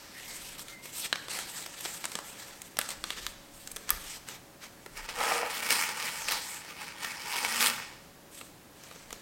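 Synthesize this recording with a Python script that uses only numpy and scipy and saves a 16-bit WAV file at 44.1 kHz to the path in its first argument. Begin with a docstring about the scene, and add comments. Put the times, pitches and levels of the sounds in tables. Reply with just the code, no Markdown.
"""Long stiff leaves snap, crackle and hiss as fingers bend them into loops and pin them in floral foam.
Buckling ribs release their strain as clicks; stick-slip friction makes the hiss, swishes and squeaks.
The dish that holds the foam grinds round, leaf tips drag over the tabletop, and presses thump softly
through the table. A tiled room reverberates over steady air noise and a faint hum.
The scene is heard from one close point, the same in both ears."""
import sys
import numpy as np
from scipy import signal
from scipy.fft import rfft, irfft, next_fast_len
from scipy.io import wavfile
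from scipy.ndimage import uniform_filter1d

SR = 44100
rng = np.random.default_rng(int(sys.argv[2]) if len(sys.argv) > 2 else 0)


def inscribe(sig):
    """Save sig as 16-bit PCM at rate SR to the path in sys.argv[1].

    A 1-D sig is mono; a 2-D sig holds one channel per row.
    Samples are clipped to [-1, 1] before scaling.
    """
    pcm = np.round(np.clip(np.atleast_2d(sig).T, -1, 1) * 32767)
    wavfile.write(sys.argv[1], SR, pcm.astype(np.int16))


N = 406161
TIME = np.arange(N) / SR


def from_db(db):
    """Amplitude ratio: a factor of ten for every 20 dB."""
    return np.exp(np.asarray(db) * (np.log(10) / 20))


def unit_rms(x):
    """Normalisation to unit mean power."""
    return x / np.sqrt(np.mean(x ** 2) + 1e-20)


def in_time(rows):
    """Linear interpolation of each column in time, plus a gate that is open while the curve lasts."""
    times, *columns = np.transpose(rows)
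    gate = uniform_filter1d(1. * ((TIME >= times[0]) & (TIME <= times[-1])), size=200)
    return [np.interp(TIME, times, column) for column in columns] + [gate]


def at_hz(points, hz):
    """Interpolation on a logarithmic frequency axis."""
    points_hz, values = np.transpose(points)
    return np.interp(np.log(np.maximum(hz, 1)), np.log(points_hz), values)


def colour(x, spectrum, modes=()):
    """Source-filter model: a minimum-phase filter with a broad spectrum and resonance peaks on top."""
    n = 2 * next_fast_len(len(x) // 2 + 1024)
    hz = np.fft.rfftfreq(n, 1 / SR)
    peaks_db = sum(lift / (1 + (2 * (hz - centre) / width) ** 2) for centre, width, lift in modes)
    cepstrum = irfft((at_hz(spectrum, hz) + peaks_db) * np.log(10) / 20)[:n // 2]
    cepstrum[1:] *= 2
    return irfft(rfft(x, n) * np.exp(rfft(cepstrum, n)))[:len(x)]


def band(x, edges_hz, kind, order=4):
    """Butterworth filter, maximally flat in its passband."""
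    return signal.sosfilt(signal.butter(order, edges_hz, kind, fs=SR, output="sos"), x)


def drift(per_s):
    """Random modulation of unit power, interpolated between Gaussian values."""
    knots = rng.standard_normal(N // 20)
    return unit_rms(np.interp(TIME * per_s, np.arange(len(knots)), knots))


def swells(starts, rises, falls, levels_db):
    """Incoherent addition: each movement swells and fades, and overlapping ones add in power."""
    power = np.zeros(N)
    for start, rise, fall, level_db in zip(starts, rises, falls, levels_db):
        span = slice(*np.searchsorted(TIME, [start, start + rise + fall]))
        t = TIME[span] - start
        swell = np.sin(np.pi / 2 * np.clip(t / rise, 0, 1)) ** 0.96
        fade = np.clip(1 - (t - rise) / fall, 0, 1) ** 1.1
        power[span] += (from_db(level_db) * swell * fade) ** 2
    return np.sqrt(power)


def slips(per_s, spread_db, smooth, judder_db, judder_per_s):
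    """Irregular stick-slip: tiny random releases over smooth rubbing, with a juddering level."""
    sizes = from_db(spread_db * np.minimum(rng.exponential(1, N), 5)) * rng.choice([-1, 1], N)
    grains = unit_rms(sizes * (rng.random(N) < per_s / SR))
    rubbing = smooth * rng.standard_normal(N)
    return unit_rms((grains + rubbing) * from_db(judder_db * drift(judder_per_s)))


def rustle(body, rasp, air, friction, patchy_db, shift_per_s):
    """Band modulation: grip sets body (low), rasp (mid) and air (high); moving contact varies each band."""
    n = next_fast_len(N, real=True)
    spectrum, hz = rfft(friction, n), np.fft.rfftfreq(n, 1 / SR)
    regions = [(body, (700, 1100, 1500, 2000, 2500)),
               (rasp, (3100, 3800, 4700, 5800, 7000)),
               (air, (8200, 9600, 11300, 13300, 30000))]
    out, below = 0, 0
    for gain, tops_hz in regions:
        region = 0
        for top_hz in tops_hz:
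            lowpass = 1 / (1 + (hz / top_hz) ** 20)
            strip = irfft(spectrum * (lowpass - below), n)[:N]
            region = region + strip * from_db(patchy_db * drift(shift_per_s))
            below = lowpass
        out = out + gain * unit_rms(region)
    return out


# Spectrum of the air noise. Each row: frequency in Hz, relative level in dB.
AIR_SPECTRUM = [(12, -39), (20, -22), (43, -10), (130, -6.5), (262, -6.5), (328, -7.5), (422, -9),
                (558, -11.5), (607, -10.5), (825, -11), (923, -12.5), (1440, -16.5), (1660, -14.5),
                (2140, -19), (16000, -25.5)]
# Low resonances of the room. Each row: frequency in Hz, width in Hz, lift in dB.
ROOM_MODES = [(128.5, 12, 3), (172, 13, 6), (310, 44, 3)]

def room_tone(air_db=-54, hum_hz=559, hum_db=-66.5):
    """Standing waves colour steady air noise, beside a faint hum of wavering level."""
    air = from_db(air_db) * unit_rms(colour(rng.standard_normal(N), AIR_SPECTRUM, ROOM_MODES))
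    hum = from_db(hum_db + 2 * drift(5.6)) * np.sqrt(2) * np.sin(2 * np.pi * hum_hz * TIME)
    return air + hum


# Reflections from tabletop and body. Each row: delay in seconds, gain as a ratio.
REFLECTIONS = [(.0031, 0.078), (.0052, 0.023), (0.0117, .08)]
# Reverberation time. Each row: frequency in Hz, time to fall 60 dB in seconds.
ROOM_T60 = [(200, 0.75), (1500, 0.76), (5000, 0.98), (14000, 0.32)]
# Spectrum at the start of the tail. Each row: frequency in Hz, relative level in dB.
TAIL_SPECTRUM = [(200, 1.5), (1500, 0.5), (3500, -4.5), (8000, 0), (14000, -7.5)]

def reverberate(x, wet_db=-13, build_s=0.00043):
    """Reverberation: direct sound, near reflections and a diffuse tail whose top treble dies first."""
    t = TIME[:SR // 2]
    tail = 0
    edges_hz = np.geomspace(120, 16000, 8)
    for low, high in zip(edges_hz, edges_hz[1:]):
        hz = np.sqrt(low * high)
        noise = band(rng.standard_normal(len(t)), [low, high], "band", order=3)
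        tail = tail + noise * from_db(at_hz(TAIL_SPECTRUM, hz) - 60 * t / at_hz(ROOM_T60, hz))
    tail = tail * (1 - np.exp(-(t / build_s) ** 2))
    response = from_db(wet_db) * tail / np.linalg.norm(tail)
    for delay, gain in REFLECTIONS:
        response[int(delay * SR)] += gain
    return x + signal.fftconvolve(x, response)[:N]


# Hands pushing on foam and dish, and a sleeve or arm brushing the table. Each row: start, swell and fade in
# seconds, level in dB.
PRESSES = [(.15, .25, .5, -65), (2.88, 0.11, .15, -53), (3.12, 0.12, .2, -51), (3.4, .35, .2, -61),
           (3.92, .02, .07, -39), (3.98, .05, 0.23, -51), (4.88, .1, 0.41, -54), (6.15, .15, .2, -63),
           (9.06, .05, .08, -58)]
# Spectrum of the shaken table. Each row: frequency in Hz, relative level in dB.
RUMBLE_SPECTRUM = [(10, -11), (25, 8), (42, 0), (60, -6), (110, -24), (300, -69)]

def table_rumble(resting_hands_db=-73):
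    """Structure-borne sound: pushing into the foam and a sleeve or arm brushing the table shake it; resting
    hands stir it faintly."""
    push = swells(*np.transpose(PRESSES)) + from_db(resting_hands_db)
    return push * unit_rms(colour(rng.standard_normal(N), RUMBLE_SPECTRUM))


def squeal(rows, waver, waver_per_s):
    """Relaxation oscillation: regular stick-slip gives a thin, unsteady tone."""
    hz, level_db, gate = in_time(rows)
    phase = 2 * np.pi * np.cumsum(hz * (1 + waver * drift(waver_per_s))) / SR
    return gate * from_db(level_db + drift(waver_per_s / 5)) * np.sin(phase)


# A chattering leaf tip, one list a tone. Each row: time in seconds, pitch in Hz, level in dB.
GROANS = [
    [(7.4, 223, -70), (7.5, 229, -55), (7.6, 235.4, -49), (7.71, 236, -50), (7.78, 228, -62)],
    [(7.66, 135, -56), (7.75, 129.5, -54), (7.8, 125, -55), (7.88, 119.2, -77)],
]

def tip_groans():
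    """Slow periodic stick-slip of a tip on the tabletop makes a low groan."""
    return sum(squeal(rows, waver=0.022, waver_per_s=100) for rows in GROANS)


# Waxy leaf under a finger, one list a squeak. Each row: time in seconds, pitch in Hz, level in dB.
SQUEAKS = [
    [(.12, 1910, -66), (.17, 1870, -44.5), (.26, 2080, -57), (.32, 2090, -47), (.4, 2040, -70)],
    [(.68, 2100, -62), (.738, 2100, -48), (.79, 2040, -55), (.85, 2180, -55), (.96, 2190, -59)],
]

def finger_squeaks():
    """Fast periodic stick-slip squeaks; more frequency jitter makes the tone rougher."""
    rough, clean = SQUEAKS
    return squeal(rough, waver=0.073, waver_per_s=900) + squeal(clean, waver=0.02, waver_per_s=900)


# The dish sliding round. Each row: time in seconds, level in dB.
DISH_TURN = [(5.1, -75), (5.16, -47), (5.2, -32), (5.26, -33), (5.32, -28.5), (5.38, -37.5), (5.46, -34.5),
             (5.52, -49), (5.6, -75)]
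# Spectrum of its grinding. Each row: frequency in Hz, relative level in dB.
DISH_SPECTRUM = [(150, -36), (300, -14.5), (400, -12.5), (470, -5), (800, -2.5), (1300, -7.5), (1700, -6.5),
                 (2600, -8), (5000, -33)]
# Resonances of the dish. Each row: frequency in Hz, width in Hz, lift in dB.
DISH_MODES = [(470, 16, 12.7), (490, 17, 5.3), (803, 40, 6.2), (840, 40, 2.8), (990, 40, 3.5),
              (1287, 88, 8.3)]

def turning_dish():
    """Forced vibration: friction at the foot of the dish sets its low modes ringing."""
    level_db, gate = in_time(DISH_TURN)
    grains = slips(per_s=800, spread_db=0, smooth=0.54, judder_db=1.5, judder_per_s=70)
    return gate * from_db(level_db) * unit_rms(colour(grains, DISH_SPECTRUM, DISH_MODES))


# A blade drawn through fingers, one list a pull. Each row: time in seconds, resonance in Hz, level in dB.
PULLS = [
    [(.0, 5000, -56), (.18, 4600, -58), (.24, 3360, -54), (.33, 3360, -76), (.38, 3100, -74)],
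    [(.93, 7970, -59), (1.0, 6680, -45), (1.035, 3636, -43), (1.058, 2965, -37), (1.076, 2950, -62)],
    [(6.1, 8600, -59), (6.19, 7170, -48), (6.25, 5550, -44), (6.32, 4855, -38), (6.39, 4210, -44),
     (6.44, 5500, -48), (6.5, 7800, -52), (6.56, 7400, -46), (6.62, 7400, -60)],
]

def blade_pulls(width_hz=1900):
    """Resonance of a changing length: friction rings the free blade, which glides as fingers travel."""
    baseband = band(rng.standard_normal(N) + 1j * rng.standard_normal(N), width_hz / 2, "low", order=2)
    out = np.zeros(N)
    for rows in PULLS:
        hz, level_db, gate = in_time(rows)
        on = gate > .5
        carrier = np.exp(2j * np.pi * np.cumsum(hz[on]) / SR)
        out[on] += from_db(level_db[on]) * unit_rms(np.real(baseband[on] * carrier))
    return out


def creases(friction, per_s=11, lift_db=27, spread_db=3.5, low_hz=2040, high_hz=8800):
    """Crackling noise: small creases buckle at random, in proportion to the rubbing that sets them off."""
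    thud_db, tick_db = -0.5, -5
    rows = []
    for moment, size, pitch in rng.random((int(per_s * N / SR), 3)):
        at = int(moment * N)
        if friction[at] > 0:
            level_db = 20 * np.log10(friction[at]) + lift_db + spread_db * (2 * size - 1)
            ring_hz = low_hz * (high_hz / low_hz) ** pitch
            rows.append((at / SR, level_db, ring_hz, thud_db, tick_db))
    return snaps(rows)


# Leaves rubbing the tabletop, one list a movement: dish turned, leaves settling, a leaf swung over,
# that leaf pulled round. Each row: time in seconds, relative level in dB.
DRAGS = [
    [(4.93, -71), (4.972, -43), (5.026, -52), (5.058, -47), (5.072, -57), (5.098, -41), (5.126, -50),
     (5.214, -38), (5.35, -36), (5.408, -43.5), (5.5, -45)],
    [(5.5, -41.5), (5.576, -37), (5.618, -43), (5.628, -37), (5.698, -37), (5.706, -28.5), (5.916, -41),
     (5.938, -45), (6.066, -37), (6.102, -41.5), (6.26, -45.5)],
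    [(6.26, -56), (6.288, -35.5), (6.3, -41), (6.318, -32.5), (6.46, -51.5), (6.534, -48), (6.664, -52.5),
     (6.696, -47.5), (6.752, -55), (6.816, -44), (6.95, -54)],
    [(6.95, -56.5), (7.016, -47.5), (7.028, -40), (7.136, -48), (7.406, -36.5), (7.59, -35.5),
     (7.614, -28.5), (7.65, -30.5), (7.672, -27.5), (7.702, -36.5), (8.05, -74)],
]
# Spectrum of the scrape. Each row: frequency in Hz, relative level in dB.
DRAG_SPECTRUM = [(70, -28), (130, -22), (230, -8), (360, -17.5), (480, -4.5), (640, -11), (850, -2),
                 (1500, -3), (2300, -2.5), (3050, -1.5), (3700, -7), (5000, -4), (8500, -17), (16000, -21)]
# Resonances of the table and dish, rung by the scraping leaves.
# Each row: frequency in Hz, width in Hz, lift in dB.
TABLE_MODES = [(176, 13, 3), (460, 33, 0.5), (858, 53, 8), (942, 28, 4.5), (1200, 15, 6), (1340, 42, 3),
               (1486, 69, 5), (1847, 60, 9.5), (2235, 130, 7), (2543, 100, 5), (5360, 650, 2),
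               (8800, 1000, 5)]

def dragging_leaves(usual_db=-42):
    """Stick-slip friction: stiff tips catch and skip on the table, brighter when pulled harder."""
    level_db, gate = in_time(np.vstack(DRAGS))
    effort_db = level_db - usual_db
    rasp = gate * from_db(level_db)
    body = rasp * from_db(1.62 - 0.057 * effort_db)
    air = rasp * from_db(-2 + 0.22 * effort_db)
    grains = slips(per_s=900, spread_db=3, smooth=0.92, judder_db=0.98, judder_per_s=140)
    friction = colour(grains, DRAG_SPECTRUM, TABLE_MODES)
    scrape = rustle(body, rasp, air, friction, patchy_db=2, shift_per_s=35)
    return from_db(-1.5) * scrape + creases(rasp)


# Fingers sliding along a blade as they bend, pin and tuck it.
# Each row: start, swell and fade in seconds, relative level in dB, brightness in dB.
STROKES = [(0.0, .04, 0.097, -56, -5), (0.11, 0.12, 0.14, -51.5, 0.5), (0.18, 0.3, .1, -48.5, 2.5),
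           (0.575, 0.031, .04, -47, 6), (0.64, 0.068, .06, -50.5, -0.5), (0.82, 0.023, 0.15, -51, 2),
           (0.92, .08, 0.078, -42, 4), (1.02, 0.038, 0.023, -38, -0.5), (1.13, .015, 0.099, -55, -6),
           (1.29, 0.03, .16, -39.5, -2.5), (1.35, .04, .11, -43.5, 0.5), (1.46, 0.11, 0.15, -44.5, 0.5),
           (1.72, 0.21, .3, -49, 4), (1.835, 0.017, 0.06, -39.5, 0), (2.036, 0.018, 0.019, -40.5, -2),
           (2.13, .04, 0.088, -52, -3), (2.24, .05, 0.054, -47.5, 1.5), (2.33, 0.091, 0.21, -49.5, -3),
           (2.64, 0.018, 0.054, -54, 3), (2.78, 0.033, 0.14, -44.5, -1.5), (2.885, 0.031, 0.04, -41, -2.5),
           (3.04, 0.088, 0.045, -46, -3), (3.16, 0.022, 0.035, -41, -3.5), (3.2, 0.043, 0.11, -46.5, 0),
           (3.52, 0.043, .35, -58.5, 5.5), (3.87, 0.038, 0.085, -44.5, -5.5), (3.97, .18, 0.046, -45.5, -1),
           (4.26, 0.051, 0.086, -45.5, -3.5), (4.601, 0.048, 0.064, -48.5, -3.5),
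           (6.08, 0.12, 0.23, -55, 8), (6.34, .2, .1, -54, 9.5), (8.3, 0.083, 0.15, -53.5, 4),
           (8.74, 0.12, 0.41, -55.5, -4), (9.07, 0.089, .12, -56.5, -2)]
# The held leaf rubbing faintly on the hand. Each row: time in seconds, relative level in dB.
HELD_RUB = [(0, -58), (.6, -54.5), (.78, -65.5), (1.1, -59), (1.75, -51.5), (2.5, -57.5), (2.72, -62.5),
            (3.0, -61), (3.5, -66.5), (4.0, -53.5), (4.45, -80), (4.95, -63)]
# Spectrum of skin on leaf. Each row: frequency in Hz, relative level in dB.
FINGER_SPECTRUM = [(120, -32), (200, -2), (254, -16), (334, -12), (529, -1.5), (579, -14), (763, -3),
                   (851, -2), (1160, -6), (2210, 0.5), (6050, -3), (8120, -3.5), (10700, -11),
                   (13300, -7.5), (16000, -20)]
# Resonances of a held blade, rubbed or snapped. Each row: frequency in Hz, width in Hz, lift in dB.
BLADE_MODES = [(1276, 290, 2.8), (1690, 180, 2.5), (3330, 170, 0.97), (8230, 1000, 4.1)]

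def finger_strokes():
    """Roughness noise: skin on a ribbed blade hisses and crackles; a bright stroke has little body."""
    *timing, level_db, bright_db = np.transpose(STROKES)
    held_db, gate = in_time(HELD_RUB)
    held = gate * from_db(held_db)
    body = np.hypot(held, swells(*timing, level_db - 5.5 - bright_db))
    rasp = np.hypot(held, swells(*timing, level_db))
    air = np.hypot(held * from_db(-0.5), swells(*timing, level_db + bright_db))
    grains = slips(per_s=1500, spread_db=3.5, smooth=2.4, judder_db=1.63, judder_per_s=120)
    friction = colour(grains, FINGER_SPECTRUM, BLADE_MODES)
    hiss = rustle(body, rasp, air, friction, patchy_db=2.5, shift_per_s=28)
    return from_db(-1.23) * hiss + creases(from_db(-2.5) * rasp)


def buckling_force(level_db, fast_tear_s=0.00032, slow_tear_s=0.0042, rebound_s=0.0014, shiver_s=0.0035):
    """Snap-through buckling: a rib cracks as fibres tear, rebounds, and leaves bending waves shivering."""
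    t = TIME[:2048]
    sudden = min(1, from_db(level_db / 2))  # a hard snap lets go at once, a weak crease slowly
    tear_s = sudden * fast_tear_s + (1 - sudden) * slow_tear_s
    burst = rfft(rng.standard_normal(len(t)) * np.exp(-t / tear_s))
    fibres = irfft(burst / np.sqrt(np.abs(burst) + 1e-9)) * (t < t[-1] / 2)  # partly whitened
    flutter = rng.standard_normal(len(t)) * np.exp(-t / shiver_s)
    shiver = band(flutter / np.linalg.norm(flutter), 2400, "low", order=1)
    force = fibres / np.linalg.norm(fibres) + 1.53 * shiver
    force[0] += 0.9 * sudden  # the crack
    force[int(rebound_s * SR * (.5 + rng.random()))] -= 0.59 * sudden
    return force / np.linalg.norm(force)


# Ribs and blades snapping. Each row: start in seconds, relative level in dB, ring in Hz,
# low thud in dB, tick at 12 kHz in dB. Thud and tick are relative to the snap's spectrum at 3.8 kHz.
RIB_SNAPS = [(0.593, -17, 5700, -3, -2), (0.6828, -17.5, 3300, -8, -3), (0.8558, -17, 7500, 9, -9),
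             (1.1282, 7, 4000, -2, -18), (1.157, -4, 3820, -7, -16), (1.2833, -13, 3600, 14, -9),
             (1.3344, -11, 1400, 0, -3), (1.389, -6, 1600, -1, -4), (1.662, -11, 5000, 7, -3),
             (1.8517, -7, 5400, 4, -13), (1.8571, -4, 3400, -1, -18), (2.0424, -5, 8000, 1, -13),
             (2.0544, -2.5, 8300, -4, -8), (2.118, -9.5, 8050, -15, -9), (2.1538, -3.5, 7740, 9.5, -8.5),
             (2.1886, -8, 880, 7, -8), (2.618, -16.5, 6800, -15, 5), (2.7697, -10, 5900, 4, -5),
             (2.7889, 5.5, 1540, 5.5, -0.5), (2.8139, -1, 1600, -12, -6), (2.8894, -8, 8200, -2, -3),
             (2.905, -6.5, 8600, -9, -9), (3.04, 0.5, 5530, 3.5, -15), (3.1047, -2.5, 3480, 0.5, -10),
             (3.266, -1.5, 3600, -5, -7), (3.6743, -10.5, 7400, -23, -5.5), (3.7157, -18, 7700, -17, 9),
             (3.762, -13, 5600, 3, 2), (3.7667, -11.5, 3300, 5, 2), (3.8929, -2, 8400, -16, -12),
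             (3.9045, 1.5, 13100, -17, 3.5), (3.906, 1, 1150, -4, -16), (4.287, -12, 8000, 0, -4),
             (4.8617, -16, 1900, 15, -6), (5.088, -9, 2300, 4, -21), (5.6282, -4, 2300, -12, -23),
             (5.706, -3, 1700, -6, -1), (5.7267, -2.5, 9500, -4, -3), (6.2852, 0, 2600, -18, -9),
             (6.3212, -2.5, 2400, -11, -0.5), (7.4489, -0.5, 2190, 0, -5), (7.627, 0, 2300, -13, -7),
             (7.6705, 4, 8650, -17, -12), (8.375, -20, 8200, -17, -12), (8.4124, -15.5, 2700, 12, -14),
             (8.8366, -21, 6500, -8, -1), (8.9118, -18, 1700, 10, -12), (8.959, -22, 7300, 18, -12),
             (9.1058, -15.5, 2030, 6, -4), (9.1282, -11, 6600, 8, -3)]

def snaps(rows, ring_width_share=0.26, ring_lift_db=8.5):
    """Impulse excitation: each buckle rings the modes of the blade and a short resonance of its own."""
    out = np.zeros(N + SR)
    for start_s, level_db, ring_hz, thud_db, tick_db in rows:
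        knock_db = 3 + 0.1 * thud_db
        spectrum = [(80, thud_db - 18.5), (250, thud_db - 7), (450, thud_db - 2.5),
                    (750, (thud_db + knock_db) / 2 - 3.5), (1500, knock_db - 3), (3800, 0),
                    (7500, (tick_db - 1) / 2), (12000, tick_db), (17000, tick_db - 8)]
        modes = list(BLADE_MODES) + [(ring_hz, ring_width_share * ring_hz, ring_lift_db)]
        snap = colour(buckling_force(level_db), spectrum, modes)
        start = int(start_s * SR)
        out[start:start + len(snap)] += from_db(level_db) * snap
    return from_db(-1.5) * out[:N]


def scene():
    """Superposition at one point: reverberant handling, table rumble and room tone."""
    handling = (snaps(RIB_SNAPS) + blade_pulls() + turning_dish() + finger_squeaks() + tip_groans()
                + finger_strokes() + dragging_leaves())
    mono = reverberate(handling) + table_rumble() + room_tone()
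    return np.stack([mono, mono])


def record(dry):
    """Band limiting: an elliptic low-pass cuts steeply above 16 kHz."""
    return signal.sosfilt(signal.ellip(10, .1, 80, 16000, fs=SR, output="sos"), dry)


dry = scene()
out = record(dry)
inscribe(out)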